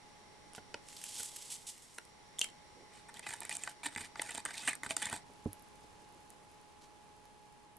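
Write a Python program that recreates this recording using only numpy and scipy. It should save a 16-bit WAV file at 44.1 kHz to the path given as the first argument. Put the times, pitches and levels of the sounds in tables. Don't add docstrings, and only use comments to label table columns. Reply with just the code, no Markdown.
import sys
import numpy as np
from scipy import signal
from scipy.fft import rfft, irfft
from scipy.io import wavfile

SR = 44100
rng = np.random.default_rng(int(sys.argv[2]) if len(sys.argv) > 2 else 0)


def wav_record(signal):
    frames = np.transpose(np.atleast_2d(signal))
    bounded = np.clip(frames, -1, 1)
    quanta = np.round(bounded * 32767).astype(np.int16)
    wavfile.write(sys.argv[1], SR, quanta)


N = 343344
T = np.arange(N) / SR

# f/Hz, width/Hz, gain/dB
CUP_MODES = [(289, 47, -5.5), (417, 40, -13.5), (694, 87, -3), (862, 64, 4), (942, 54, -2.5),
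             (1182, 113, -8.5), (1532, 130, -6), (1724, 80, -4), (1867, 93, -2), (2016, 127, -2.5),
             (2280, 82, -6.5), (2444, 110, -2), (2550, 68, -6.5), (3040, 150, -4), (3594, 230, -4),
             (3970, 140, -8), (4640, 210, -6), (5830, 3000, -18), (7300, 380, -6), (8320, 420, -1),
             (9150, 440, -6.5), (11100, 2400, -19.5)]


def stirring(stick_s=.009, stick_db=-10, hollow_db=5, hollow_oct=1.1, wobble_oct=.19):
    # t/s, length/s, level/dB, treble offset/dB, hollow f/Hz
    strokes = [(2.92, 0.079, -64.5, 1, 2140), (3.139, 0.05, -61, -2, 2610), (3.225, 0.062, -57, -3, 2670),
               (3.265, 0.075, -54, 2, 1880), (3.35, 0.13, -58.5, -1, 1080), (3.494, 0.061, -55, 8, 3150),
               (3.58, 0.13, -57.5, 3, 1600), (3.835, 0.036, -45.5, -2.5, 3120),
               (3.9, 0.064, -60.5, 0.5, 1310), (3.971, 0.084, -54.5, 2, 1900),
               (4.165, 0.057, -55, -2.5, 1720), (4.225, 0.17, -53.5, 1, 2460),
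               (4.462, 0.053, -53.5, -1, 1440), (4.531, 0.14, -51.5, 2, 3170),
               (4.674, 0.04, -47, -0.5, 2160), (4.715, 0.04, -58.5, -3, 2300),
               (4.834, 0.037, -51, -0.5, 1130), (4.89, 0.031, -49, 2.5, 3170), (4.971, 0.089, -56, 6, 1400),
               (5.02, 0.052, -45, -4.5, 2960), (5.084, 0.086, -49.5, -1.5, 1190)]
    sticks = [3.398, 3.957, 4.878, 4.958]
    body, treble = gestures([row[:4] for row in strokes], attack_s=.0035, sag_db=1, release_s=.013)
    moving = amp(stick_db * sum(np.exp(-((T - s) / stick_s) ** 2) for s in sticks))
    hollow_hz = np.interp(T, *np.transpose([(s + length / 2, hz) for s, length, _, _, hz in strokes]))
    judder = amp(2.5 * wander(per_s=220))
    slips = grains(per_s=7000, spread_db=4) * judder
    scrape, hop = np.zeros(N), SR // 40
    window = np.pad(np.hanning(2 * hop), (0, hop))
    start_s, end_s = strokes[0][0], sum(strokes[-1][:2])
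    for i in range(round(start_s * SR), round(end_s * SR), hop):
        modes = [(hz, width_hz, db + hollow_db * nearness(hz, hollow_hz[i + hop], hollow_oct))
                 for hz, width_hz, db in CUP_MODES]
        force = slips[i:i + len(window)] * window
        add(scrape, i / SR, unit(ring(force, modes, detune=.012, spread_db=3.5)))
    duty_gain = np.sqrt((end_s - start_s) / T[-1])
    rasp = duty_gain * unit(band(scrape, (560, 4600)))
    grit = duty_gain * unit(band(scrape, (6000, 21000)))
    wet = unit(resonate(slips, hollow_hz * 2 ** (wobble_oct * wander(per_s=50)), width_hz=900))
    drag = unit(band(rng.standard_normal(N) * judder, (90, 330), order=2))
    spit = unit(band(grains(per_s=700, spread_db=3.2), (2800, 10000), order=2))
    low = amp(-2) * rasp + amp(-8) * wet + amp(-15) * drag
    high = amp(-3.5) * grit + amp(-6) * spit
    return moving * (body * low + treble * high)


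def knocking(bass_db=-2.5, pocket_db=-.5, snap=6, rise_per_s=6, bubble_decay_s=.0081):
    # t/s, contact/s, cup/dB, treble/dB, pocket f/Hz, pocket/dB
    hits = [(3.0854, 0.015, -57.5, -58.5, 1380, -55.5), (3.1415, .001, -60, -52, 4500, -55.5),
            (3.169, 0.0035, -57, -55, 3610, -53), (3.1934, 0.003, -51, -45, 1900, -50.5),
            (3.2645, 0.0045, -43.5, -48, 1750, -43.5), (3.289, 0.0069, -54, -48, 1600, -48),
            (3.306, .002, -49, -47, 2000, -47), (3.327, 0.0028, -51, -46, 1930, -48),
            (3.335, 0.0052, -47.5, -41.5, 1500, -50.5), (3.405, 0.0009, -60, -52, 11600, -41),
            (3.4161, 0.0072, -48.5, -53, 835, -50), (3.432, 0.0022, -52, -48, 2100, -55),
            (3.451, 0.0019, -51, -42, 1810, -52), (3.494, 0.0007, -43.5, -36, 1860, -45),
            (3.511, 0.004, -54, -54, 2150, -41), (3.526, .002, -48, -40, 3500, -46),
            (3.552, .002, -53, -40, 9500, -46), (3.5679, 0.0012, -49, -35.5, 800, -55),
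            (3.636, 0.00088, -51, -35, 2240, -45.5), (3.6747, 0.0021, -41, -50, 1630, -40),
            (3.696, 0.0011, -56, -54, 10500, -50), (3.8322, 0.0018, -47.5, -50, 2170, -46),
            (3.8569, 0.0066, -39, -40, 1940, -42), (3.8649, .0015, -42, -35, 890, -48),
            (3.95, .0005, -56, -51, 4470, -47), (3.9614, 0.0016, -46, -42.5, 2030, -38.5),
            (3.976, 0.0072, -47, -46, 2000, -44), (4.0078, 0.0086, -49.5, -44.5, 1950, -51),
            (4.1566, 0.0017, -51, -60, 1320, -43.5), (4.1952, 0.00089, -36.5, -61, 2020, -37.5),
            (4.2176, 0.0042, -40.5, -34.5, 872, -53), (4.2894, 0.0078, -53, -49, 2070, -44.5),
            (4.3064, 0.0051, -47.5, -42, 2380, -51), (4.3486, 0.0019, -43.5, -40, 2420, -53),
            (4.3555, .001, -52, -42, 3000, -50), (4.3765, 0.0045, -42.5, -40, 1040, -50.5),
            (4.4025, .001, -53, -47, 4000, -58), (4.452, 0.0028, -43.5, -33.5, 1190, -40.5),
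            (4.4588, 0.0018, -40.5, -41, 1536, -39.5), (4.488, 0.0018, -53, -53, 1630, -46),
            (4.5062, .003, -48, -49, 1590, -47), (4.5785, 0.0031, -54, -43.5, 4000, -44),
            (4.6748, 0.0039, -35.5, -32, 1880, -33.5), (4.682, 0.0025, -34.5, -34, 2180, -32.5),
            (4.687, 0.0092, -51, -34.5, 2130, -37.5), (4.7307, 0.0032, -54, -44, 1820, -40.5),
            (4.7528, .0015, -58, -46, 9500, -46), (4.8333, 0.0011, -44, -42.5, 1570, -38),
            (4.862, 0.0035, -46.5, -47, 1400, -42), (4.9072, .0018, -35, -38, 2140, -38),
            (4.9659, 0.0025, -39, -29, 4600, -43), (5.0184, 0.0062, -42, -39.5, 2080, -40.5),
            (5.027, .002, -44, -35.5, 2300, -46), (5.0553, 0.0019, -46, -34, 3230, -45),
            (5.069, 0.0022, -49, -44, 3000, -51), (5.0985, .001, -48, -43, 4000, -57),
            (5.1275, 0.003, -41, -37.5, 1340, -39), (5.138, 0.0038, -46, -43, 885, -47),
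            (5.1625, 0.00092, -54, -44, 1700, -50)]
    # t/s, f/Hz, level/dB
    bubbles = [(3.675, 720, -43), (4.908, 660, -35)]
    ticks = [(s, contact_s, db + bass_db, db, treble_db) for s, contact_s, db, treble_db, _, _ in hits]
    out = contacts(ticks, CUP_MODES, gain_db=-2.5, snap=4.6, detune=.0051, spread_db=2,
                   scatter=.13, scatter_s=.0027)
    t = np.arange(SR // 16) / SR
    for s, contact_s, _, _, hz, db in hits:
        slips = rng.standard_normal(len(t)) * np.exp(-(t / (contact_s + .001)) ** 4)
        slips[0] += snap
        drive = unit(ring(slips, CUP_MODES)) + unit(slips)
        squelch = resonate(drive, hz * (1 + rise_per_s * t), width_hz=.55 * hz)
        duty_gain = np.sqrt((contact_s + .004) / t[-1])
        add(out, s, amp(db + pocket_db) * unit(squelch) * duty_gain)
    for s, hz, db in bubbles:
        add(out, s, amp(db) * np.exp(-t / bubble_decay_s) * np.sin(2 * np.pi * hz * t))
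    return out


def scoop_clatter(focus_oct=.19, rise_s=.0008):
    # t/s, contact/s, bass/dB, mid/dB, treble/dB, favoured f/Hz, ring/dB
    hits = [(2.3863, .0006, -68, -53, -51, 3500, -34), (2.3928, .0013, -54, -54, -31.5, 7700, -19),
            (2.4089, .0008, -58, -48, -49, 7700, -42), (2.4142, 0.00046, -46, -31.5, -29, 2950, -19.5),
            (2.4373, .0007, -58, -53, -52, 3100, -48), (2.4423, .0005, -66, -46, -38.5, 7700, -44),
            (2.4445, .0006, -60, -40.5, -41.5, 2950, -40), (2.4875, .001, -77, -57, -60, 3100, -55),
            (2.5015, .0005, -78, -66, -58, 7700, -60)]
    # f/Hz, width/Hz, gain/dB
    click_modes = [(880, 350, -12), (2050, 200, -2), (3100, 630, -6.5), (4200, 900, -7), (5700, 1000, -10),
                   (7560, 710, -2.5), (9100, 810, -6), (11000, 1600, -11)]
    # f/Hz, gain/dB, t60/s
    wall_modes = [(2796, -0.5, 0.025), (3120, 1, .03), (3490, 1, .026), (7580, 1, .006)]
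    out = contacts([row[:5] for row in hits], click_modes, gain_db=-1.5, snap=7.8, detune=.02,
                   spread_db=0, scatter=.22, scatter_s=.0036)
    t = np.arange(SR // 8) / SR
    for s, *_, favoured_hz, ring_db in hits:
        for hz, db, t60_s in wall_modes:
            envelope = amp(ring_db + db - 60 * t / t60_s) * (1 - np.exp(-t / rise_s))
            add(out, s, nearness(hz, favoured_hz, focus_oct) * envelope * np.sin(2 * np.pi * hz * t))
    return out


def pouring(bright_db=4, clump_db=1.5):
    # t/s, level/dB
    flow_curve = [(.82, -77), (.9, -63), (1.04, -57), (1.18, -51.5), (1.32, -58), (1.42, -54.5),
                  (1.61, -65.5), (1.85, -67), (2.1, -78)]
    # t/s, length/s, level/dB, treble offset/dB
    shakes = [(.548, 0.016, -55, 0.5), (1.18, 0.035, -47.5, 4.5), (1.225, 0.047, -67, 20),
              (1.5, 0.042, -48, 5.5), (1.666, 0.035, -50.5, 6.5), (1.82, 0.035, -74, 13.5),
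              (1.94, 0.028, -73, 14)]
    # f/Hz, gain/dB
    spectrum = [(180, -40), (300, -12), (388, -26), (580, -28), (639, -37), (853, -11), (1090, -29),
                (1680, -20), (3140, -5), (4060, -6.5), (6000, -3), (7850, 4.5), (11900, -6.5), (14000, -7)]
    flow = amp(np.interp(T, *np.transpose(flow_curve), left=-200, right=-200))
    surge, treble_surge = gestures(shakes, attack_s=.0022, sag_db=-3, release_s=.021)
    powder = colour(grains(per_s=4500, spread_db=2), spectrum) * amp(clump_db * wander(per_s=120))
    rustle = np.hypot(flow, surge) * unit(band(powder, (500, 5500)))
    hiss = np.hypot(amp(bright_db) * flow, treble_surge) * unit(band(powder, (5500, 14000)))
    return rustle + hiss


def crinkling():
    # t/s, contact/s, bass/dB, mid/dB, treble/dB
    creases = [(.5345, 0.00053, -60, -60, -54), (.5496, 0.001, -55, -50, -53),
               (.5615, .0005, -72, -56, -54), (.886, 0.0021, -76, -54, -53), (.929, .0005, -78, -57, -58),
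               (.9662, 0.008, -78, -52, -55), (1.0154, .0012, -75, -53, -52),
               (1.0398, 0.0016, -78, -47.5, -41), (1.0653, .0004, -77, -49.5, -52),
               (1.1557, .0009, -72, -52.5, -47.5), (1.2318, 0.0014, -56, -63, -41.5),
               (1.3615, 0.0078, -70, -55, -45), (1.503, 0.0046, -74, -55, -50),
               (1.669, 0.0031, -77, -52.5, -50), (1.779, .0006, -78, -61, -57),
               (2.052, .0005, -80, -65, -59)]
    # f/Hz, width/Hz, gain/dB
    modes = [(3250, 750, -2), (5500, 1500, -2.5), (8000, 1600, 3), (10300, 1600, 2)]
    return contacts(creases, modes, gain_db=0, snap=7, detune=.081, spread_db=1,
                    scatter=.2, scatter_s=.0081)


def cup_bumps():
    # t/s, contact/s, bass/dB, mid/dB, treble/dB
    bumps = [(.5802, 0.0074, -50.5, -56, -74), (.7425, 0.0032, -43, -41, -66),
             (1.1974, 0.01, -56, -55, -47), (1.9805, 0.0017, -59, -59, -62),
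             (1.9838, 0.0019, -52, -43.5, -48.5)]
    # f/Hz, width/Hz, gain/dB
    modes = [(440, 100, -1.5), (570, 120, -3), (790, 80, 2), (940, 80, 0), (1390, 120, 1.5),
             (1980, 210, 2.5), (2580, 240, -4), (3000, 280, -2), (3500, 350, -9), (4210, 350, -11),
             (5560, 1200, -14.5), (7800, 1000, -15), (9300, 1800, -2)]
    return contacts(bumps, modes, gain_db=.5, snap=10.7, detune=.009, spread_db=0,
                    scatter=.16, scatter_s=.012)


def table_thumps(rise_s=.0027):
    # t/s, level/dB
    bumps = [(0.5802, -46.5), (0.743, -47), (1.199, -52), (3.866, -64), (3.963, -41), (4.008, -44),
             (4.381, -48), (4.864, -44), (5.127, -38), (5.4585, -24)]
    # f/Hz, gain/dB, t60/s
    modes = [(54.7, -16, .12), (97.3, -11.5, 0.16), (122, -10, .08), (162, -0.5, 0.042), (224, 4, 0.038),
             (299, -11, 0.11), (410, -1, 0.034), (530, -23, 0.085), (726, -23.5, 0.074), (1000, -19, .025)]
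    out, t = np.zeros(N), np.arange(SR // 3) / SR
    blow = sum(amp(db - 60 * t / t60_s) * np.sin(2 * np.pi * hz * t) for hz, db, t60_s in modes)
    for s, db in bumps:
        add(out, s, amp(db) * blow * (1 - np.exp(-t / rise_s)))
    return band(out, (55, 2500), order=2)


def smearing(squish_db=1, crackle_db=-4):
    # t/s, length/s, level/dB, treble offset/dB
    presses = [(5.25, 2.4, -73, -2.5), (5.825, .03, -70.5, -7), (6.295, 0.03, -70.5, 9),
               (6.495, 0.014, -72, 10.5), (6.81, 0.048, -64.5, -10), (7.52, 0.028, -82, 2)]
    body, treble = gestures(presses, attack_s=.0067, sag_db=-4.5, release_s=.012)
    squish = unit(band(grains(per_s=4000, spread_db=4.5), (2800, 7000), order=1))
    crackle = unit(band(grains(per_s=170, spread_db=5.5), (7000, 12000), order=2))
    return amp(squish_db) * body * squish + amp(crackle_db) * treble * crackle


def paste_pops():
    # t/s, contact/s, bass/dB, mid/dB, treble/dB
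    pops = [(5.5312, 0.00023, -68.5, -60, -44), (5.5952, .0003, -80, -71.5, -62),
            (5.6236, 0.00041, -78, -77, -58), (6.305, 0.0008, -78, -69, -68),
            (7.2548, .0003, -77, -67, -65), (7.7682, 0.00048, -78.5, -80, -56)]
    # f/Hz, width/Hz, gain/dB
    modes = [(800, 700, 1), (1960, 640, 12), (9150, 1200, 9.5), (10800, 1400, 25), (12900, 810, 21)]
    return contacts(pops, modes, gain_db=1, snap=9.3, detune=.03, spread_db=4,
                    scatter=.34, scatter_s=.0045)


def handling(rough_db=4.5):
    # t/s, length/s, level/dB, treble offset/dB (unused)
    rubs = [(.12, .55, -70, 0), (2.74, 0.17, -65, 0), (5.28, 0.044, -55.5, 0), (5.8, .65, -70, 0)]
    pressure, _ = gestures(rubs, attack_s=.018, sag_db=-7.5, release_s=.03)
    friction = band(rng.standard_normal(N), (190, 560), order=2)
    return pressure * unit(friction * amp(rough_db * wander(per_s=45)))


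def fan(level_db, drift=.0012, waver_db=.6):
    # f/Hz, relative level/dB
    tones = [(420, -11.5), (603, -18), (840, -1), (1680, -21), (4237, -24.5), (10088, -39)]
    running_s = np.cumsum(1 + drift * wander(per_s=25)) / SR
    whine = np.sqrt(2) * sum(amp(db) * np.sin(2 * np.pi * hz * running_s) for hz, db in tones)
    return whine * amp(level_db + waver_db * wander(per_s=12))


def room_noise(early):
    # f/Hz, left-right correlation (negatives clipped to 0)
    correlation = [(50, 0.5), (150, -0.25), (370, 0), (900, 0.21), (2200, 0.1), (5500, 0), (13000, -0.55)]
    # f/Hz, gain/dB
    early_spectrum = [(20, -1), (60, -0.5), (130, 3.5), (250, 1.5), (420, 0.5), (650, -3), (900, 1.5),
                      (1400, -8), (2050, -5.5), (2600, -10), (4000, -9), (6500, -13.5), (10000, -16),
                      (12200, -23.5), (13200, -42)]
    # f/Hz, gain/dB
    late_spectrum = [(20, -4), (60, 1.5), (130, 3), (280, 0.5), (430, 0), (650, -5), (900, 1), (1400, -9),
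                     (2600, -10.5), (4400, -16), (7000, -18), (10300, -18), (12200, -29), (13200, -46)]
    shared = np.clip(read(correlation, np.fft.rfftfreq(N, 1 / SR)), 0, 1)
    left, independent = rfft(rng.standard_normal((2, N)))
    right = shared * left + np.sqrt(1 - shared ** 2) * independent
    air = irfft(np.array([left, right]), N)
    return np.where(early, unit(colour(air, early_spectrum)), unit(colour(air, late_spectrum)))


def sizzle():
    # f/Hz, half-width/Hz, gain/dB
    peaks = [(2036, 110, -4), (5580, 115, -2.5)]
    return unit(sum(amp(db) * unit(band(rng.standard_normal(N), (hz - half_hz, hz + half_hz), order=2))
                    for hz, half_hz, db in peaks))


def background(shift_s=5.235, dip_s=1.84, dip_width_s=.28, fade_from_s=5.88, fade_db_per_s=1.5):
    early = T < shift_s
    dip = np.exp(-((T - dip_s) / dip_width_s) ** 2)
    fade_db = fade_db_per_s * np.maximum(T - fade_from_s, 0)
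    noise = room_noise(early) * amp(-60 - 3 * dip - fade_db)
    whine = fan(level_db=-66 + 1.5 * (T >= shift_s) - 11 * dip)
    return placed(noise, right_db=1) + placed(whine, right_db=3) + amp(-72) * early * sizzle()


def treble_widening(x, gain_db=-5, lag_s=.0007, sway=.4):
    delay_s = lag_s * (1 + sway * wander(per_s=6))
    delayed = np.interp(T - delay_s, T, band(x, (10500, 16000), order=2))
    return np.array([amp(gain_db) * delayed, np.zeros(N)])


def room(x, gap_s=.003, echoes_per_s=3000):
    # f/Hz, t60/s
    decay = [(200, 0.83), (1000, 0.22), (3000, 0.18), (8000, 0.17), (13000, 0.14)]
    size = SR // 2
    taps = rng.standard_normal((2, size)) * (rng.random((2, size)) < echoes_per_s / SR)
    hz, t, spectra = signal.stft(taps * (T[:size] > gap_s), SR, nperseg=256)
    _, tail = signal.istft(spectra * amp(-60 * t / read(decay, hz)[:, None]), SR, nperseg=256)
    tail /= np.linalg.norm(tail, axis=1, keepdims=True)
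    return signal.fftconvolve(x[None], tail, axes=1)[:, :N]


def contacts(rows, modes, gain_db, snap, detune, spread_db, scatter, scatter_s):
    # low f/Hz, high f/Hz
    bands_hz = [(200, 1400), (1400, 6000), (6000, 14000)]
    out, t = np.zeros(N), np.arange(SR // 16) / SR
    for s, contact_s, *band_db in rows:
        slips = rng.standard_normal(len(t)) * ((t < contact_s) + scatter * np.exp(-t / scatter_s))
        slips[0] += snap
        ringing = ring(slips, modes, detune, spread_db)
        hit = sum(amp(db) * unit(band(ringing, edges_hz)) for db, edges_hz in zip(band_db, bands_hz))
        duty_gain = np.sqrt((contact_s + .004) / t[-1])
        add(out, s, hit * duty_gain)
    return amp(gain_db) * out


def gestures(rows, attack_s, sag_db, release_s):
    body, treble = np.zeros((2, N))
    for s, length_s, db, bright_db in rows:
        t = np.arange(0, length_s + 10 * release_s, 1 / SR)
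        held = np.minimum(t / attack_s, 1) * amp(db + sag_db * np.minimum(t / length_s, 1))
        shape = held * np.exp(-np.maximum(t - length_s, 0) / release_s)
        add(body, s, shape ** 2)
        add(treble, s, (amp(bright_db) * shape) ** 2)
    return np.sqrt(body), np.sqrt(treble)


def ring(force, modes, detune=0., spread_db=0.):
    out = np.zeros(len(force))
    for (hz, width_hz, db), (pitch, strength, sign) in zip(modes, rng.standard_normal((len(modes), 3))):
        pole = np.exp((-np.pi * width_hz + 2j * np.pi * hz * (1 + detune * pitch)) / SR)
        mode = signal.lfilter([1 - abs(pole)], [1, -pole], force).imag
        out += np.sign(sign) * amp(db + spread_db * strength) * mode
    return out


def resonate(x, hz, width_hz):
    carrier = np.exp(2j * np.pi * np.cumsum(hz) / SR)
    r = np.exp(-np.pi * width_hz / SR)
    return (carrier * signal.lfilter([(1 - r) ** 2], [1, -2 * r, r * r], x / carrier)).real


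def grains(per_s, spread_db):
    size = amp(spread_db * np.minimum(rng.exponential(1, N), 4))
    return unit(size * rng.choice([-1., 1.], N) * (rng.random(N) < per_s / SR))


def wander(per_s):
    knots_s = np.arange(0, T[-1] + 1, 1 / per_s)
    return unit(np.interp(T, knots_s, rng.standard_normal(N)[:len(knots_s)]))


def nearness(hz, centre_hz, width_oct):
    return np.exp(-(np.log2(hz / centre_hz) / width_oct) ** 2)


def band(x, edges_hz, order=3):
    return signal.sosfilt(signal.butter(order, edges_hz, "bandpass", fs=SR, output="sos"), x)


def colour(x, points):
    return irfft(rfft(x) * amp(read(points, np.fft.rfftfreq(N, 1 / SR))), N)


def read(points, hz):
    points_hz, values = np.transpose(points)
    return np.interp(np.log(hz + 1), np.log(points_hz), values)


def amp(db):
    return 10 ** (np.asarray(db) / 20)


def unit(x):
    return x / np.sqrt(np.mean(x ** 2) + 1e-20)


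def add(mix, start_s, sound):
    part = mix[round(start_s * SR):][:len(sound)]
    part += sound[:len(part)]


def placed(x, right_db):
    return x * amp([[-right_db / 2], [right_db / 2]])


def scene(packet_room_db=-11, cup_room_db=-15, scoop_room_db=-9):
    # f/Hz, left minus right/dB
    balance = [(60, 6), (130, -2), (280, -3), (620, -2.5), (1340, 0), (2910, 0), (6310, -3), (13700, -4.5)]
    packet = pouring() + crinkling()
    scoop = scoop_clatter()
    cup = stirring() + knocking() + cup_bumps() + smearing() + paste_pops()
    near = placed(packet, right_db=2) + placed(table_thumps() + handling(), right_db=4)
    for channel, side in enumerate((1, -1)):
        near[channel] += colour(cup + scoop, [(hz, side * db / 2) for hz, db in balance])
    near += treble_widening(packet + cup + scoop)
    reverb = room(amp(packet_room_db) * packet + amp(cup_room_db) * cup + amp(scoop_room_db) * scoop)
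    return near + reverb + background()


def record(dry, cutoff_hz=13900):
    dull = colour(dry, [(10500, .5), (12000, -3.5), (13500, -13.5)])
    lowpass = signal.firwin(301, cutoff_hz, window=("kaiser", 8), fs=SR)
    return signal.oaconvolve(dull, lowpass[None], "same")


dry = scene()
out = record(dry)
wav_record(out)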